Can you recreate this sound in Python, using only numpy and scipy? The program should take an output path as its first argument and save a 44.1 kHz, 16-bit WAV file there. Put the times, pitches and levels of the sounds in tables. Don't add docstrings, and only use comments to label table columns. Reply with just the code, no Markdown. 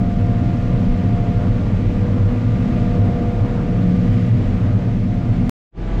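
import sys
import numpy as np
from scipy import signal
from scipy.io import wavfile
from scipy.ndimage import uniform_filter1d

SR = 44100
rng = np.random.default_rng(int(sys.argv[2]) if len(sys.argv) > 2 else 0)


def elevation(decibels):
    levels = np.asarray(decibels, float)
    return 10 ** (levels / 20)


def output_pcm(signal):
    pcm = np.clip(np.atleast_2d(signal).T, -1, 1) * 32767
    wavfile.write(sys.argv[1], SR, np.round(pcm).astype(np.int16))


N = 264600


def evened(x):
    return x / np.sqrt(np.mean(x ** 2) + 1e-20)


def curve(rows, column):
    table = np.transpose(rows)
    return np.interp(np.arange(N) / SR, table[0], table[column])


def drift(top_hz):
    coarse = np.arange(0, N, 64)
    t = coarse / SR
    rates = np.geomspace(.3, top_hz, 16)
    slow = sum(np.sin(2 * np.pi * (f * t + rng.random())) / np.sqrt(f) for f in rates)
    return np.interp(np.arange(N), coarse, evened(slow))


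def noise(colour, size, patchy_db, flicker_db):
    bin_hz = np.fft.rfftfreq(size, 1 / SR)
    real, imaginary, patches = rng.standard_normal((4 * N // size + 5, len(bin_hz), 3)).T
    patches = uniform_filter1d(patches, size // 64, 0)
    patches = evened(uniform_filter1d(patches, 6, 1))
    flicker = evened(uniform_filter1d(rng.standard_normal(real.shape[1]), size=3))
    hz, level_db = np.transpose(colour)
    colour_db = np.interp(np.log(bin_hz + 1), np.log(hz + 1), level_db, left=-100, right=-100)[:, None]
    spectra = (real + 1j * imaginary) * elevation(colour_db + patchy_db * patches + flicker_db * flicker)
    sound = signal.istft(spectra, nperseg=size, noverlap=3 * size // 4)[1]
    return evened(sound[:N])


def resonate(x, hz, width_hz):
    r = np.exp(-np.pi * width_hz / SR)
    turn = np.exp(2j * np.pi * np.cumsum(hz * np.ones(N)) / SR)
    return 2 * (turn * signal.lfilter([(1 - r) ** 2], [1, -2 * r, r * r], x / turn)).real


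def lines(turns, orders, waver_db):
    total = 0
    for order, db in orders:
        level = np.sqrt(2) * elevation(db + waver_db * drift(top_hz=5))
        total = total + level * np.sin(2 * np.pi * (order * turns + rng.random()))
    return total


def tone(hz, level_db, waver_db):
    return lines(np.cumsum(hz) / SR, [(1, 0.011)], waver_db) * elevation(level_db)


def steadied(x, share):
    slow_power = uniform_filter1d(x ** 2, 6000) + .02
    return evened(x / slow_power ** (share / 2))


def swells(rows):
    t = np.arange(N) / SR
    return sum(db * np.exp(-((t - middle) / length) ** 2) for middle, length, db in rows)


# (frequency [Hz], relative level per Hz [dB])
HISS_COLOUR = [(940, -35), (1600, 1), (2010, 4.5), (7240, -18), (10000, -32), (11100, -34), (12600, -31),
               (15700, -37.5)]
# (time [s], level [dB])
CROP_LEVEL = [(0, -0.5), (.3, 0), (.7, 0.7), (1.1, 0.5), (1.5, 0.1), (1.8, 1), (2.3, 0.1), (2.6, 0.6),
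              (2.95, 1), (3.3, 0.7), (3.7, .5), (4.15, 2), (4.4, 0.5), (4.7, 0), (5.1, -1.2), (5.5, -.4)]


def crop_hiss():
    hiss = elevation(-46) * noise(HISS_COLOUR, size=512, patchy_db=0.44, flicker_db=-0.16)
    return hiss * elevation(curve(CROP_LEVEL, 1) + 0.33 * drift(top_hz=3.8))


# (time [s], level [dB])
CROP_LOAD = [(0, -42.5), (.27, -37), (.54, -41), (.81, -35.5), (1.08, -42), (1.35, -35.5), (1.8, -38.5),
             (2.16, -34.5), (2.5, -36.5), (2.75, -37.5), (3.0, -32), (3.24, -34.5), (3.51, -35.5),
             (4.05, -35.5), (4.32, -39.5), (4.59, -39.5), (4.86, -41), (5.13, -47.5), (5.4, -43)]


def load_swing_db():
    load = uniform_filter1d(curve(CROP_LOAD, 1), 15000)
    return load - load.mean()


# (frequency [Hz], relative level per Hz [dB])
ROAR_COLOUR = [(10, -22), (64, -23), (85, -14), (150, -12.5), (275, -15.5), (350, -23), (378, -26.5),
               (430, -24.5), (550, -26.5), (610, -28.5), (730, -32), (820, -35.5), (1200, -38),
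               (1600, -42.5), (2000, -55.5)]
# (frequency [Hz], filter width [Hz], level before the load's swing [dB])
THIN_PANELS = [(333.6, 29, -44), (456, 30, -49.5), (602.7, 13, -48.5), (574, 8.6, -55), (755, 14, -54.5),
               (962, 18, -59), (1172, 23, -59), (1235, 18, -56.5)]


def machine_roar():
    roar = elevation(-25) * noise(ROAR_COLOUR, size=4096, patchy_db=1.28, flicker_db=-0.81)
    shake = rng.standard_normal(N)
    for hz, width_hz, db in THIN_PANELS:
        roar += elevation(db) * evened(resonate(shake, hz, width_hz))
    return roar * elevation(0.31 * load_swing_db())


# (frequency [Hz], filter width [Hz], relative level [dB])
CAB_MODES = [(35, 18, -4), (185.7, 36.6, -7), (238.2, 26.4, -11)]
# (time [s], length [s], rise [dB])
THUMP_SWELLS = [(.17, 0.073, 7), (.92, 0.049, 16.5), (1.87, .08, 5.5), (2.87, 0.097, 6.5), (5.44, 0.069, 5)]
# (time [s], frequency [Hz], level [dB])
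BOOM_WANDER = [(0.0, 107.0, -20), (0.04, 106.3, -17.5), (0.15, 102.5, -28), (0.26, 112.2, -19),
               (0.64, 112.4, -23.5), (0.75, 120.2, -18), (0.87, 101.4, -26), (1.17, 107, -18),
               (1.3, 117.5, -19), (1.51, 104.3, -22), (2.4, 106.5, -21), (2.55, 111.2, -17.5),
               (2.7, 118.6, -24.5), (2.75, 118, -21.5), (2.97, 108.8, -23.5), (3.04, 105.1, -13.5),
               (3.25, 103.5, -29), (3.46, 110, -16.5), (3.66, 118.5, -24), (3.97, 106.4, -19),
               (4.36, 111.2, -15), (4.55, 103.4, -32.5), (4.61, 108, -20.5), (4.71, 109.7, -19),
               (4.85, 114.5, -17.5), (5.05, 110.5, -22), (5.1, 115.8, -34), (5.14, 109, -19.5),
               (5.4, 109.2, -18.5), (5.48, 104.2, -24.5)]


def cab_rumble():
    shake = rng.standard_normal(N)
    modes = []
    for hz, width_hz, db in CAB_MODES:
        ringing = evened(resonate(shake, hz, width_hz))
        modes.append(elevation(db) * steadied(ringing, share=0.55))
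    thump, *drone = modes
    boom = evened(resonate(shake, curve(BOOM_WANDER, 1), width_hz=17))
    boom = steadied(boom, share=0.86) * elevation(curve(BOOM_WANDER, 2))
    thump = thump * elevation(-25 + swells(THUMP_SWELLS) + .8 * drift(top_hz=2.8))
    return thump + boom + sum(drone) * elevation(-21.5 + 1.5 * drift(top_hz=6.7))


# (order [multiple of the turns], level [dB])
SECOND_SHAFT = (41.65, [(1, -23), (2.54, -29), (3, -39), (4.02, -35), (5, -48), (6, -42), (8, -37.5),
                (9.2, -46), (10.33, -50), (11.35, -50), (11.8, -48), (15.27, -54), (16, -46.5), (20, -48.5),
                (21, -56), (23.3, -53), (24, -55), (28, -52.5), (36, -59), (40, -61), (48, -55),
                (55.6, -62)])
# (frequency [Hz], relative level per Hz [dB])
SECOND_COLOUR = [(22, -24), (45, -7.5), (75, -17), (130, -17), (250, -14.5), (300, -19), (540, -28.5),
                 (750, -29), (920, -40), (1200, -37), (1450, -38.5), (3200, -45.5), (4500, -53.5),
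                 (7300, -62), (8500, -72), (10500, -76), (12000, -86), (15700, -100)]
# (time [s], level [dB])
SECOND_FADE = [(5.71, -74), (5.725, -34.5), (5.75, -17), (5.78, -5.5), (5.81, -1.5), (6.0, 4)]


def second_machine():
    t = np.arange(N) / SR
    turns_per_s, orders = SECOND_SHAFT
    tones = lines(turns_per_s * t, orders, waver_db=1.6)
    body = elevation(-27) * noise(SECOND_COLOUR, size=1024, patchy_db=.9, flicker_db=.4)
    started = t > SECOND_FADE[0][0]
    ease_out = np.minimum(np.arange(N)[::-1] / 100, 1)
    return (tones + body) * elevation(curve(SECOND_FADE, 1)) * started * ease_out


# (time [s], frequency [Hz], level [dB])
BEATER = [(0, 97, -28.5), (.5, 96.5, -24), (.9, 97, -29), (1.4, 97.5, -26), (1.8, 96.5, -28),
          (2.25, 97, -21), (2.5, 97, -30.5), (3.0, 97, -29.5), (3.35, 96.5, -24), (3.8, 97, -29),
          (4.2, 97, -26.5), (4.7, 96.5, -21.5), (4.9, 97, -31), (5.5, 97, -29)]
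# (time [s], frequency [Hz], level [dB])
DRUM = [(0.0, 180.3, -24), (0.3, 177.9, -23.5), (0.6, 179, -26), (0.899, 178.1, -24), (1.2, 178.1, -30),
        (1.5, 177.7, -26), (1.8, 179.2, -30), (2.1, 178.2, -28), (2.4, 179.8, -30), (2.701, 178.2, -33.5),
        (3.0, 177.6, -25.5), (3.3, 177.2, -36), (3.6, 179.6, -38), (3.9, 178.2, -16.5), (4.2, 180.4, -31),
        (4.5, 178.9, -29), (4.8, 178.6, -31), (5.101, 177.8, -25.5), (5.4, 177.6, -29.5)]
# (time [s], frequency [Hz], level [dB])
FIRING = [(0.0, 244.9, -31.5), (0.3, 244.4, -33.5), (0.6, 245.3, -29.5), (0.9, 243.7, -28),
          (1.2, 247.3, -39), (1.498, 244.7, -30), (1.8, 244, -32), (2.1, 245.9, -31.5), (2.4, 244, -31.5),
          (2.7, 245.5, -30.5), (3.0, 246.5, -30.5), (3.3, 245, -31.5), (3.6, 245.6, -37.5),
          (3.899, 246.6, -32.5), (4.2, 243.3, -26), (4.5, 245.4, -32), (4.8, 244, -32),
          (5.099, 245.3, -28.5), (5.4, 244.4, -31)]
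# (time [s], frequency [Hz], level [dB])
FAINT_GEAR = [(0, 624.5, -47), (.45, 623, -52.5), (.65, 622, -45), (1.0, 622, -48), (1.6, 622.6, -50),
              (2.3, 622, -54.5), (2.9, 622, -43.5), (3.3, 626, -53.5), (4.0, 623, -49), (4.7, 622, -45.5),
              (5.5, 623, -54)]


def drone_lines():
    return sum(tone(curve(rows, 1), curve(rows, 2), waver_db=2.0) for rows in (BEATER, DRUM, FIRING, FAINT_GEAR))


PUMP_ORDER = 20
# (time [s], frequency [Hz], level [dB])
PUMP_WHINE = [(0, 699.1, -37), (.2, 699.4, -38.5), (.4, 700, -36.5), (.6, 700.1, -38.5), (.8, 700, -42.5),
              (1.0, 702, -41), (1.2, 699.4, -35), (1.45, 699.1, -36.5), (1.6, 697.6, -45.5),
              (2.0, 700.1, -42), (2.2, 696.9, -45.5), (2.4, 700.3, -48), (2.6, 700.1, -43),
              (2.8, 701.7, -42), (3.0, 701.1, -40), (3.2, 698.9, -37), (3.4, 700, -40.5), (3.6, 700.7, -45),
              (3.8, 699, -40), (4.0, 701.2, -42.5), (4.2, 699.6, -44.5), (4.4, 700.1, -50),
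              (4.6, 699.6, -44), (4.8, 697.7, -41.5), (4.93, 699.4, -38), (5.02, 701.8, -66),
              (5.13, 702.9, -39), (5.25, 701.1, -42), (5.4, 699.7, -44)]


def engine_speed():
    return curve(PUMP_WHINE, 1) / PUMP_ORDER


# (time [s], level [dB])
PUMP_SECOND_HARMONIC = [(0, -50), (.6, -54.5), (.9, -57), (1.3, -54), (1.65, -54), (2.0, -56), (2.6, -50.5),
                        (2.9, -56.5), (3.2, -58), (3.55, -54), (3.9, -60), (4.3, -65), (4.7, -57.5),
                        (5.0, -63), (5.25, -54.5), (5.5, -57)]
# (time [s], level [dB])
FAN_WHINE = [(0, -53.5), (.3, -55), (.6, -50.5), (.9, -52.5), (1.2, -51), (1.32, -56), (1.5, -58),
             (1.85, -51.5), (2.2, -54), (2.5, -50.5), (2.8, -48), (3.1, -52), (3.4, -52.5), (3.75, -53.5),
             (4.1, -51.5), (4.35, -54), (4.55, -61.5), (4.95, -62), (5.4, -58.5)]


def whines(speed):
    out = tone(PUMP_ORDER * speed, curve(PUMP_WHINE, 2), waver_db=1.6)
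    out += tone(2 * PUMP_ORDER * speed, curve(PUMP_SECOND_HARMONIC, 1), waver_db=1.8)
    out += tone(13.847 * speed, curve(CROP_LOAD, 1), waver_db=-0.5)
    return out + tone(34.04 * speed, curve(FAN_WHINE, 1), waver_db=0.0)


# (order [multiple of the turns], level [dB])
THRESHER_SHAFT = (8.085, [(4, -33), (6, -32.5), (16, -40.5), (19, -40.5), (23, -38.5), (28, -35.5),
                  (29, -40), (74, -51.5), (80, -57.5), (93, -61.5), (180, -62.5)])
CLEANER_SHAFT = (19.99, [(1, -48), (2, -37), (4, -35), (5, -33.5), (6, -31), (10, -33)])
SHAKER_SHAFT = (14, [(0.99, -42.5)])
# (order [multiple of its turns], level [dB])
ENGINE_LINES = [(1, -35.5), (6, -40), (12, -54), (23, -60.5)]


def shafts(speed):
    turns = np.cumsum(speed) / SR
    seconds = turns / speed.mean()
    out = lines(turns, ENGINE_LINES, waver_db=5.0)
    for turns_per_s, orders in (THRESHER_SHAFT, CLEANER_SHAFT, SHAKER_SHAFT):
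        out += lines(turns_per_s * seconds, orders, waver_db=1.0)
    return out


def microphone(x):
    x = signal.sosfilt(signal.butter(2, 18, "high", fs=SR, output="sos"), x)
    power_db = 10 * np.log10(uniform_filter1d(x ** 2, 1300) + 1e-9)
    x = x / elevation(0.33 * np.maximum(power_db + 14.0, 0))
    return 0.78 * np.tanh(x / 0.71)


def scene():
    speed = engine_speed()
    harvester = crop_hiss() + machine_roar() + cab_rumble() + drone_lines() + whines(speed) + shafts(speed)
    cab = microphone(harvester)
    cut = round(5.49493 * SR)
    trough = cut + np.argmin(abs(cab[cut:cut + 1500] + .29))
    cab = np.roll(cab, cut - trough) * (np.arange(N) <= cut)
    return (cab + second_machine())[None]


def top_cut(x):
    return signal.sosfilt(signal.butter(12, 16840, fs=SR, output="sos"), x)


def record(dry):
    low_pass = signal.firwin(255, 16700, window=("kaiser", 8), fs=SR)
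    mix = signal.oaconvolve(dry, low_pass[None], "same")
    return top_cut(mix)


dry = scene()
out = record(dry)
output_pcm(out)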